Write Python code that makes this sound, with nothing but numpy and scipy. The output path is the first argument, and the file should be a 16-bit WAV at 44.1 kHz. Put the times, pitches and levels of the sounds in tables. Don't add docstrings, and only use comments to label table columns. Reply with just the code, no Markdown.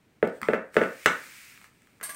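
import sys
import numpy as np
from scipy import signal
from scipy.fft import rfft, irfft
from scipy.io import wavfile
from scipy.ndimage import uniform_filter1d

SR = 44100
rng = np.random.default_rng(int(sys.argv[2]) if len(sys.argv) > 2 else 0)


def output_pcm(signal):
    pcm = np.clip(np.atleast_2d(signal).T, -1, 1) * 32767
    wavfile.write(sys.argv[1], SR, np.round(pcm).astype(np.int16))


N = 94815
HIT_SAMPLES = 24576


def undb(db):
    return 10 ** (np.asarray(db) / 20)


def clock(size=HIT_SAMPLES):
    return np.arange(size) / SR


def hiss(size=HIT_SAMPLES):
    return rng.standard_normal(size)


def wander(rate_hz, size=HIT_SAMPLES):
    step = int(SR / rate_hz)
    return uniform_filter1d(np.repeat(hiss(size // step + 1), step), step)[:size]


def fade(t60):
    return np.exp(-np.log(1000) * clock() / t60)


def add(out, at, x):
    part = out[int(at * SR):][:len(x)]
    part += x[:len(part)]


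def colour(x, points, size=4096):
    hz, db = np.array(points).T
    log_hz = np.log(np.fft.rfftfreq(size, 1 / SR) + 1)
    cepstrum = irfft(np.log(undb(np.interp(log_hz, np.log(hz), db))))
    cepstrum[1:size // 2] *= 2
    cepstrum[size // 2 + 1:] = 0
    impulse = irfft(np.exp(rfft(cepstrum)))[:size // 2]
    return signal.fftconvolve(x, impulse / np.linalg.norm(impulse))[:len(x)]


def ring(modes, rattle_rad=0):
    out = 0
    for hz, db, t60 in modes:
        jolt = rattle_rad * wander(rate_hz=130) if rattle_rad else 0
        out += undb(db) * fade(t60) * np.sin(2 * np.pi * hz * clock() + jolt)
    return out


def flex(modes, pitch=1):
    out, t = 0, clock()
    for hz, rise, db in modes:
        swell = (t / rise * np.exp(1 - np.minimum(t / rise, 20))) ** 2
        out += undb(db) * swell * np.sin(2 * np.pi * hz * pitch * t)
    return out


def rubbing(levels, spectrum, flicker_db=.6):
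    db = np.interp(clock(N), *np.array(levels).T) + flicker_db * wander(rate_hz=35, size=N)
    return undb(db) * colour(rng.laplace(0, np.sqrt(.5), N), spectrum)


# f/Hz, level/dB
AIR_SPECTRUM = [(25, -11), (60, -3), (150, 4), (300, -1), (600, -10), (1200, -14), (2100, -17),
                (3500, -21.5), (9000, -35), (16000, -38)]

def room_tone():
    return undb(-64.5) * colour(hiss(N), AIR_SPECTRUM)


# f/Hz, t60/s, level/dB
TAIL_BANDS = [(100, 0.19, 1.5), (213, 0.3, 3.5), (450, 0.29, 0), (905, 0.34, 3.5), (1600, .36, -0.5),
              (3060, 0.25, 1.5), (6000, .28, 1), (13900, .2, -20.5)]
# t/s, gain
FIRST_ECHOES = [(0.0132, 0.057), (0.0204, 0.12)]

def kitchen(direct, tail_db=-3.5, build_s=.004):
    response, noise = np.zeros(HIT_SAMPLES), rfft(hiss())
    log_hz = np.log(np.fft.rfftfreq(HIT_SAMPLES, 1 / SR) + 1)
    log_centres = np.log(np.array(TAIL_BANDS)[:, 0])
    for share, (_, t60, db) in zip(np.eye(len(TAIL_BANDS)), TAIL_BANDS):
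        band = irfft(noise * np.interp(log_hz, log_centres, share))
        envelope = fade(t60) * (1 - np.exp(-clock() / build_s))
        response += undb(db + tail_db) * envelope / np.linalg.norm(envelope) * band
    for lag, gain in FIRST_ECHOES:
        response[int(lag * SR)] += gain
    return direct + signal.fftconvolve(direct, response)[:N]


# t/s, level/dB
HANDLING_LEVELS = [(0.225, -89), (0.25, -60), (0.31, -69.5), (0.37, -60.5), (0.41, -68.5), (0.45, -54.5),
                   (0.55, -59.5), (0.6, -74)]

def handling():
    return rubbing(HANDLING_LEVELS, TICK_SPECTRUM)


# t/s, level/dB
SLIDE_LEVELS = [(0.71, -75), (0.75, -50.5), (0.9, -53.5), (1.05, -48.5), (1.35, -48.5), (1.5, -50.5),
                (1.6, -56.5), (1.665, -58), (1.70, -67.5), (1.8, -68.5)]
# f/Hz, level/dB
SLIDE_SPECTRUM = [(200, -26.5), (800, -14), (1400, -1), (2300, 7.5), (3300, -5), (5000, -4.5), (6500, -6),
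                  (9300, -4), (10600, -13.5), (13000, -8.5), (16000, -9.5)]

def bag_slide():
    return rubbing(SLIDE_LEVELS, SLIDE_SPECTRUM)


# t/s, bright level/dB, dull level/dB
UTENSIL_CLINKS = [(2.0295, -37.5, -36.5), (2.0353, -34.5, -45.5), (2.0935, -37.5, -35), (2.1455, -43, -46)]
# f/Hz, level/dB, t60/s
DULL_MODES = [(655, -5, 0.18), (1155, -3, 0.1), (1642.5, -0.5, 0.15), (1953, 2, 0.044), (2600, -37, 0.094)]
BRIGHT_MODES = [(4445, -20.5, 0.18), (6126, -7.5, 0.17), (7429, -19, 0.25), (8600, -11.5, 0.17),
                (8430, -5, 0.32), (8767, 1, 0.15), (9520, -1.5, .15), (9860, -7.5, 0.14), (11450, -4.5, .2),
                (13360, -8, 0.2)]
# f/Hz, level/dB
CLATTER_SPECTRUM = [(300, -30), (1100, -0.5), (2200, 4), (3200, -3), (7500, -3.5), (9000, 4.5),
                    (10500, 3.5), (13000, 1.5), (16000, -7)]

def utensils(clatter_db=4.5, modes_db=-4):
    out = np.zeros(N)
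    for at, bright_db, dull_db in UTENSIL_CLINKS:
        clatter = undb(clatter_db) * colour(hiss() * fade(t60=.19), CLATTER_SPECTRUM) / 2
        bright = undb(modes_db) * ring(BRIGHT_MODES, rattle_rad=.55)
        dull = undb(modes_db) * ring(DULL_MODES, rattle_rad=.55)
        add(out, at, undb(bright_db) * (bright + clatter) + undb(dull_db) * dull)
    return out


# t/s, snap level/dB, body level/dB
SMALL_TICKS = [(0.2745, -31, -52), (0.4163, -24.5, -26), (0.4306, -72, -20.5), (0.4315, -30, -19.5),
               (0.7434, -29, -36), (0.7507, -36, -62), (0.829, -31.5, -18), (1.576, -41, -42),
               (1.615, -36.5, -47.5), (1.643, -38.5, -38), (1.820, -44.5, -54), (1.872, -51, -49),
               (2.001, -64, -43)]
# f/Hz, level/dB
TICK_SPECTRUM = [(500, -7.5), (2000, 7.5), (4000, -1), (6500, -4), (8700, 4.5), (10500, -11), (14000, -5),
                 (16000, -5)]

def ticks(decay_s=.001):
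    snaps, bodies, body = np.zeros(N), np.zeros(N), flex(RIM_FLEX)
    envelope = .5 * np.exp(-clock() / decay_s)
    for at, snap_db, body_db in SMALL_TICKS:
        add(snaps, at, undb(snap_db) * envelope * hiss())
        add(bodies, at, undb(body_db) * body)
    return colour(snaps, TICK_SPECTRUM) + bodies


# f/Hz, level/dB
SHELL_SPECTRUM = [(300, -12), (1000, -2.5), (1600, 3.5), (2700, 9.5), (4000, -8), (6500, -7), (9000, -10.5),
                  (10500, -13.5), (14000, -17), (16000, -8.5)]

def shell_crack(snap_s=.001, crush_s=.009):
    t = clock()
    snap = np.exp(-t / snap_s)
    crush = undb(-1) * np.exp(-t / crush_s) / (1 + (t / crush_s) ** 10)
    return colour((snap + crush) * rng.laplace(0, .25, HIT_SAMPLES), SHELL_SPECTRUM)


# f/Hz, rise/s, level/dB
WALL_FLEX = [(456, .0021, -1), (202.4, 0.0063, -22), (554, 0.0024, -16.5), (89, .025, -46),
             (864, 0.0023, -19)]
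RIM_FLEX = [(1662, 0.00057, 1.5), (1358, 0.0019, -14), (2175, 0.00067, -27.5), (2865, 0.00075, -19)]
# f/Hz, level/dB, t60/s
RIM_RING = [(1268, -14, 0.073), (1326, 5, .26), (1473, 15, 0.15), (1473, 0.5, 0.15), (1672, 5, 0.083),
            (1710, -11, .25), (2217, -5.5, 0.2), (2660, -6.5, 0.12)]
# f/Hz, level/dB, t60/s
ROOM_RING = [(223.4, 3, 0.17), (405.8, 1, 0.4), (470, -22.5, 0.84), (503, -20, 0.23), (480, -16.5, 0.22),
             (536, 3, .3), (602, -18.5, 0.2), (782, -10.5, 0.32)]
# t/s, thump level/dB, rim level/dB, shell level/dB, pitch ratio of the wall's bending
BOWL_KNOCKS = [(0.2273, -6.5, -13, -36, 1.024), (0.423, -33.5, -40.5, -56, 0.52),
               (0.4856, -8.5, -12.5, -36, 1.02), (0.5341, -13, -11, -33.5, 1.07),
               (0.5439, -23.5, -20.5, -37.5, 1.23), (0.755, -27.5, -40, -50.5, 1.04),
               (0.7667, -5.5, -4.5, -22.5, 1.028), (0.815, -11, -12, -32.5, 1.027),
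               (0.836, -25, -18.5, -32.5, 0.93), (1.0595, -13.5, 1, -8, 0.98),
               (2.0118, -44, -28, -37, 0.93)]

def egg_on_bowl(wall_lag_s=.0011):
    out = np.zeros(N)
    room_ring = undb(-30) * ring(ROOM_RING)
    clack = undb(-33.5) * ring(RIM_RING) - flex(RIM_FLEX)
    for at, thump_db, rim_db, shell_db, pitch in BOWL_KNOCKS:
        add(out, at, undb(rim_db) * clack + undb(shell_db) * shell_crack())
        add(out, at + wall_lag_s, undb(thump_db) * (flex(WALL_FLEX, pitch) + room_ring))
    return out


def scene():
    low_cut = signal.butter(2, 75, "high", fs=SR, output="sos")
    strikes = signal.sosfilt(low_cut, egg_on_bowl() + ticks() + utensils())
    return (kitchen(strikes) + room_tone() + bag_slide() + handling())[None]


def record(dry, top_hz=15750):
    high_cut = signal.ellip(10, .2, 80, top_hz, fs=SR, output="sos")
    return signal.sosfilt(high_cut, np.tanh(dry))


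dry = scene()
out = record(dry)
output_pcm(out)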